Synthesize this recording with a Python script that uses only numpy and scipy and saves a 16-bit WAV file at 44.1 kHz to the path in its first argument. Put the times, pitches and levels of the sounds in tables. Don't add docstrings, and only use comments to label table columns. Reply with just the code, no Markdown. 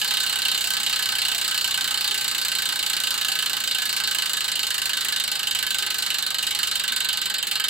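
import sys
import numpy as np
from scipy import signal
from scipy.fft import rfft, irfft
from scipy.io import wavfile
from scipy.ndimage import uniform_filter1d

SR = 44100
rng = np.random.default_rng(int(sys.argv[2]) if len(sys.argv) > 2 else 0)


def ratio_of_db(decibels):
    return 10 ** (np.asarray(decibels, float) / 20)


def wav_record(signal):
    frames = np.transpose(np.atleast_2d(signal))
    bounded = np.clip(frames, -1, 1)
    quanta = np.round(bounded * 32767).astype(np.int16)
    wavfile.write(sys.argv[1], SR, quanta)


N = 339129
SLOWING_DB_PER_S = -.5


def at_hz(points, hz, column=1):
    points = np.array(points)
    return np.interp(np.log(hz), np.log(points[:, 0]), points[:, column])


def band_pass(x, low_hz, high_hz):
    return signal.sosfilt(signal.butter(2, [low_hz, high_hz], "band", fs=SR, output="sos"), x)


# frequency in Hz, left minus right in dB.
LEFT_RIGHT_TILT = [(60, 1.5), (99, 4), (160, 1.5), (270, 2.5), (450, 0), (740, -2), (1220, -2.5),
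                   (2010, -4), (3330, -6), (5500, 4.5), (9080, -5), (15000, -4.5)]


def lean(hz):
    return ratio_of_db(at_hz(LEFT_RIGHT_TILT, hz) * np.array([[.5], [-.5]]))


def place(pair, hz):
    left, right = lean(hz) * pair
    split_hz = 5200
    lag = 2 if hz < split_hz else 1 if hz < 2 * split_hz else 0
    return np.array([np.roll(left, lag), right])


# frequency in Hz, level in dB per Hz.
RUMBLE_SPECTRUM = [(20, -16), (35, -10.5), (70, -1), (130, -1.5), (215, -0.5), (330, -2), (500, -2),
                   (700, -3.5), (1000, -19), (2000, -60)]
# frequency in Hz, side minus mid in dB.
RUMBLE_WIDTH = [(60, 9), (130, 0.5), (290, -3), (640, -1.5), (1410, 3), (3100, -4), (6820, 1), (15000, -1)]


def rumble(level_db=-51.5):
    hz = np.arange(N // 2 + 1) * SR / N + 1
    mid, side = rfft(rng.standard_normal((2, N))) * ratio_of_db(at_hz(RUMBLE_SPECTRUM, hz))
    mid, side = irfft([mid, side * ratio_of_db(at_hz(RUMBLE_WIDTH, hz))], N)
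    fading_db = 0.62 * SLOWING_DB_PER_S * (np.arange(N) - N / 2) / SR
    return ratio_of_db(level_db + fading_db) * lean(150) * (mid + side * [[1], [-1]]) / mid.std()


# start in seconds, frequency in Hz, level in dB, t60 in seconds.
SOFT_BUMPS = [
    (.1, 637, -51, .5),
    (.64, 693, -40, .2),
    (1.35, 687, -33, 0.11),
    (2.1, 393, -49, 0.43),
    (3.29, 775, -35, 0.17),
    (5.81, 387, -48, 0.5),
    (6.9, 236, -46, 0.38),
]


def bumps():
    out = np.zeros(N)
    for start_s, hz, level_db, t60 in SOFT_BUMPS:
        start = int(start_s * SR)
        t = np.arange(min(SR // 2, N - start)) / SR
        envelope = ratio_of_db(level_db - 60 * t / t60) * (1 - np.exp(-t / 0.0093))
        out[start:][:len(t)] += envelope * np.sin(2 * np.pi * hz * t)
    return out


# lateness in ms, rim hum in dB, bare snap in dB.
RATCHET_TEETH = [(0.093, -1, -1.5), (0.12, -1.5, -0.0), (0.2, -1.5, -0.5), (0.146, 2.0, 1.0),
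                 (-0.095, 0.5, 0), (-0.059, -3, -1), (0.074, -3, 0.0), (-0.24, -0.5, -0.5),
                 (0.505, -1, -0.0), (0.73, -2.5, -1), (0.17, 1.5, -1), (-0.0077, 3.5, -1),
                 (-0.35, -2, -1.5), (-1.127, -3.5, -1), (0.041, 3, 0), (0.55, -5.5, 0), (0.586, 3, 0.5),
                 (0.453, 2, -0.5), (-0.274, -3, 0), (-0.35, -2.5, 0.5), (-0.084, -2.5, 0.5),
                 (-0.94, 0.5, -0.5), (-0.029, -1, 1.0), (-0.103, -1.5, -1)]


def landings():
    first_s, teeth_per_s = .01342, 32.37268
    braking_per_s2, easing_per_s3 = 1.284432, .021534
    t = np.linspace(0, N / SR, 2000)
    passed = teeth_per_s * t - braking_per_s2 * t ** 2 / 2 + easing_per_s3 * t ** 3 / 6
    passed = passed - np.interp(first_s, t, passed)
    number = np.arange(int(passed[-1]) + 1)
    tooth = number % len(RATCHET_TEETH)
    return np.interp(number, passed, t) + np.array(RATCHET_TEETH)[tooth, 0] / 1000, tooth


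PART_CENTRES = [800, 1500, 2900, 4200, 6500]
# spokes in dB, rim in dB, shell in dB.
FAST_SEATING = [(-1, 1.5, 0.5), (-2, -3.5, 2.5), (-2.5, -5.5, 3), (-1.5, 4.5, 1), (-2, -3, 1.5),
                (-0.5, 1.5, 0), (-1.5, -3.5, 1.5), (3, -2.5, -1.5), (-2, -1, 0.5), (-0.0, -1.5, 0.5),
                (0.5, 1.5, 0), (2, -2, -2.5), (-2.5, -0.5, -2.5), (0, 0, 0.0), (-3, 2.5, 1.5), (-2, 0, 3),
                (-3.5, -0.5, -0.0), (-2, 1.0, 2), (-3.5, 1.5, -1.5), (-1.5, -5, -1), (-2.5, -0.5, 1),
                (-1.0, -2.5, -1), (1, -2, 3.5), (1.5, -2.5, -0.5)]
# spokes in dB, rim in dB, shell in dB.
SLOW_SEATING = [(0.5, -3, -0.51), (1.0, 1.5, -0.66), (0.5, -0.5, -0.0), (2, -4.5, -1.0), (-1.5, 2, 1.2),
                (3.0, -1.5, 2.1), (-1, 5.5, 0.0), (-1.5, -0.5, 0.68), (0.5, -2, -0.5), (-1.0, -2, -0.0),
                (-1.0, -2.0, 0.71), (-2.5, -1.5, -0.76), (0.5, -1, -0.84), (-3, -1, -0.97), (-5, 4, -3.4),
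                (-1, -0.5, 0.85), (-2.5, 4.5, -1.1), (-1.5, -1.5, 0.5), (3.0, -0.5, 0.84), (1.5, 3.0, 1.0),
                (-0.5, -1, 0.28), (1.5, 0.5, 0.0), (-1, -1, 1.6), (0.5, 2, -2.3)]


def tooth_db(hz, contrast=1.08, snap_contrast=1.03):
    s, tooth = landings()
    _, hum, snap = np.array(RATCHET_TEETH)[tooth].T
    slowed = (s * SR / N)[:, None]
    seat = (1 - slowed) * np.array(FAST_SEATING)[tooth] + slowed * np.array(SLOW_SEATING)[tooth]
    hum_db = contrast * hum + SLOWING_DB_PER_S * (s - s.mean())
    parts_db = np.c_[hum_db, contrast * seat, snap_contrast * snap]
    weights = [np.interp(np.log(hz), np.log(PART_CENTRES), part) for part in np.eye(len(PART_CENTRES))]
    return parts_db @ weights


def pawls(lead_ms=1.189, count=4):
    spread_ms, late_db, uneven_db, fresh_db = 2.3, -3.2, 7, .3
    s, _ = landings()
    gap, luck, chance = np.moveaxis(rng.random((len(s), 3, count)), 1, 0)
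    order = np.arange(count)
    late_ms = lead_ms + np.cumsum(gap * spread_ms * (order > 0), axis=1)
    at = np.minimum(s[:, None] * SR + late_ms * SR / 1000, N - 1).astype(int)
    share = ratio_of_db(late_db * 2 * order + uneven_db * 2 * luck)
    share_db = 10 * np.log10(share / share.mean(1, keepdims=True))
    return at, share_db + fresh_db * (chance.sum(1, keepdims=True) - 2) * 2


def strikes(at, gains):
    train = np.zeros(N)
    np.add.at(train, at.ravel(), gains.ravel())
    return train


def fade(power, t60):
    return signal.lfilter([1], [1, -ratio_of_db(-120 / (max(t60, 1e-4) * SR))], power + 1e-18)


# frequency in Hz, level in dB per Hz.
WHEEL_SPECTRUM = [(600, -29.5), (1000, -19), (1500, -10), (2200, -10), (2600, -12), (3000, 1), (3350, -7),
                  (4200, 2), (4700, -14.5), (5600, -18.5), (7800, -3.5), (9500, -9.5), (12000, -8.5),
                  (13500, 2.5), (15500, -7.5)]
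# frequency in Hz, rise in ms, first t60 in s, room t60 in s, room level in dB.
RING_DECAY = [(800, 25, 0.3, 0.66, -3.5), (1450, 1.8, 0.082, 0.63, -4), (3050, 0.3, 0.072, 0.78, -10),
              (4260, 0.2, 0.17, 0.32, 0.5), (8100, 0.14, 0.052, 0.29, -6), (12900, 0.23, 0.019, 0.29, -9)]
# frequency in Hz, share common to left and right from 0 to 1.
STEREO_LIKENESS = [(700, 0.32), (1500, 0.45), (3000, 0.7), (5000, 0.96), (8000, 0.2), (13000, 0.16)]


def wheel_ring(at, pawl_db, level_db=-25.5, uneven_db=3.5):
    out, edges = 0, 600 * 2 ** np.arange(0, 4.9, .25)
    white = rng.standard_normal((2, 3, N))
    for k, (low, high) in enumerate(zip(edges, edges[1:])):
        hz = np.sqrt(low * high)
        rise_ms, first_t60, room_t60, room_db = [at_hz(RING_DECAY, hz, column=c) for c in (1, 2, 3, 4)]
        chance_db = uneven_db * min(1, 3500 / hz) * rng.standard_normal(at.shape)
        power = strikes(at, ratio_of_db(2 * (tooth_db(hz)[:, None] + pawl_db + chance_db)))
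        swell = np.exp(-1000 / (max(rise_ms, .05) * SR))
        power = signal.lfilter([1 - swell], [1, -swell], power)
        direct = np.sqrt(fade(power, first_t60))
        earlier = ratio_of_db(18.0) * fade(np.arange(N) == 0, room_t60)
        diffuse = ratio_of_db(room_db) * np.sqrt(fade(power, room_t60) + earlier)
        shared, left, right = white[k % 2]
        alike = np.clip(at_hz(STEREO_LIKENESS, hz), 0, 1)
        noise = np.sqrt(alike) * shared + np.sqrt(1 - alike) * np.array([left, right])
        band = band_pass((direct + diffuse) * noise, low, high)
        out = out + ratio_of_db(at_hz(WHEEL_SPECTRUM, hz)) * place(band, hz)
    return ratio_of_db(level_db) * out / out.std()


def crack(at, pawl_db, low_hz, high_hz, level_db, length_ms):
    hz = np.sqrt(low_hz * high_hz)
    power = strikes(at, ratio_of_db(2 * (level_db + tooth_db(hz)[:, None] + pawl_db)))
    envelope = np.sqrt(fade(power, length_ms / 1000))
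    shared, left, right = rng.standard_normal((3, N))
    pair = envelope * (shared + 0.77 * np.array([left, right]))
    return place(band_pass(pair, low_hz, high_hz), hz)


# frequency in Hz, width in Hz, gain in dB.
BODY_HUMPS = [(833, 34, -1), (1690, 42, -8.5), (2814, 610, 4.5), (3337, 317, -6), (4776, 140, -5.5),
              (7930, 740, 4.5), (9300, 520, -2), (11760, 1800, -4.5), (13550, 750, 3.5),
              (15700, 2500, -8.5)]


def body_colour(x):
    for hz, width_hz, gain_db in BODY_HUMPS:
        w, a = 2 * np.pi * hz / SR, ratio_of_db(gain_db / 2)
        k = np.tan(np.pi * width_hz / SR)
        top = [1 + k * a, -2 * np.cos(w), 1 - k * a]
        bottom = [1 + k / a, -2 * np.cos(w), 1 - k / a]
        x = signal.lfilter(top, bottom, x)
    return x


def wall(x, delay_ms=15.0, level_db=-8, top_hz=2200):
    dull = signal.sosfilt(signal.butter(2, top_hz, fs=SR, output="sos"), x[::-1])
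    return ratio_of_db(level_db) * np.roll(dull, int(delay_ms * SR / 1000), axis=1)


# frequency in Hz, t60 in seconds.
CLEAR_MODES = [(770, .12), (837, .28), (975, .07), (1019, .15), (1126, .12), (1200, .1), (1275, .12),
               (1335, .1), (1528, .16), (1553, .18), (1601, .16), (1695, .13), (1971, .1), (2222, .1),
               (2820, .07), (3010, .09), (3089, .075), (3491, .12), (3551, .12), (3752, .07), (4201, .1),
               (4255, .1), (4515, .05), (4812, .12), (4992, .08), (7693, .04), (10163, .09), (10804, .05),
               (11130, .07), (13140, .03)]
CLEAR_MODE_LEVELS = [-55, -54.5, -50.5, -67, -57, -60.5, -46.5, -64, -41.5, -43, -46.5, -42, -48.5, -46.5,
                     -40.5, -40, -36, -56, -68, -38, -36, -46.5, -42.5, -43, -55, -40.5, -52.5, -49, -65,
                     -57]


def clear_modes(at, pawl_db, uneven_db=1.5, turn=0.73):
    out = np.zeros((2, N))
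    for (hz, t60), level_db in zip(CLEAR_MODES, CLEAR_MODE_LEVELS):
        r, w = ratio_of_db(-60 / (t60 * SR)), 2 * np.pi * hz / SR
        chance, left, right, sign = rng.standard_normal((4,) + at.shape)
        strength_db = level_db + tooth_db(hz)[:, None] + pawl_db + uneven_db * chance
        gains = np.sign(sign) * ratio_of_db(strength_db)
        trains = np.array([strikes(at, gains * (1 + turn * face)) for face in (left, right)])
        near = np.exp(-(330 + 0.49 * hz) / SR)
        fed = signal.lfilter([1 - near, 0, near - 1], [1, -2 * near * np.cos(w), near * near], trains + 1e-18)
        ring = signal.lfilter([0, np.sin(w)], [1, -2 * r * np.cos(w), r * r], fed)
        out += place(ring, hz)
    return out


def scene():
    at, pawl_db = pawls()
    dense = wheel_ring(at, pawl_db)
    dense += crack(at, pawl_db, low_hz=2744, high_hz=4530, level_db=-17.0, length_ms=11.4)
    dense += crack(at, pawl_db, low_hz=6800, high_hz=16300, level_db=-21.5, length_ms=4.9)
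    dense = body_colour(dense)
    hub = dense + wall(dense) + clear_modes(at, pawl_db)
    hub = signal.sosfilt(signal.butter(6, 720, "high", fs=SR, output="sos"), hub)
    return hub + rumble() + bumps()


# frequency in Hz, level in dB below which a band is dropped.
TREBLE_FLOOR = [(5300, -56), (6200, -55), (7800, -58), (9000, -55.5), (10200, -61), (11800, -56.5),
                (13300, -61), (15800, -57)]


def starve(x, size=256, count=4, swing_db=3.5):
    hz, _, frames = signal.stft(x, SR, nperseg=size)
    power = np.abs(frames[:, :size // 2]) ** 2
    power = power.reshape(2, -1, count, power.shape[-1]).mean((0, 2))
    power = uniform_filter1d(power, size=3, axis=1)
    bands, moments = power.shape
    growing = np.linspace(-3.4, 1.3, moments // 8 + 1)
    starved = np.repeat(rng.standard_normal(len(growing)) + growing > 0, 8)[:moments]
    swing = np.repeat(rng.standard_normal((bands, 4 * len(growing))), 2, axis=1)[:, :moments]
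    floor_db = at_hz(TREBLE_FLOOR, hz[2::count][:bands, None]) + swing_db * swing
    faint = starved & (power < ratio_of_db(2 * floor_db))
    frames[:, :-1] *= ~(np.repeat(faint, count, axis=0) & (hz[:-1, None] > 5000))
    thinned = signal.istft(frames, SR, nperseg=size)[1][:, :N]
    top = signal.istft(frames * (hz[:, None] > 15600) * starved, SR, nperseg=size)[1][:, :N]
    bins = np.arange(N // 2 + 1) * SR / N
    leak = ratio_of_db(-8 - (bins - 15830) / 90) * (bins > 15830) * (bins < 16650)
    return irfft(rfft(thinned) * (bins < 15830) + leak * rfft(top), N)


def top_cut(x):
    return signal.sosfilt(signal.butter(12, 16980, fs=SR, output="sos"), x)


def record(dry):
    mix = starve(dry)
    return top_cut(mix)


dry = scene()
out = record(dry)
wav_record(out)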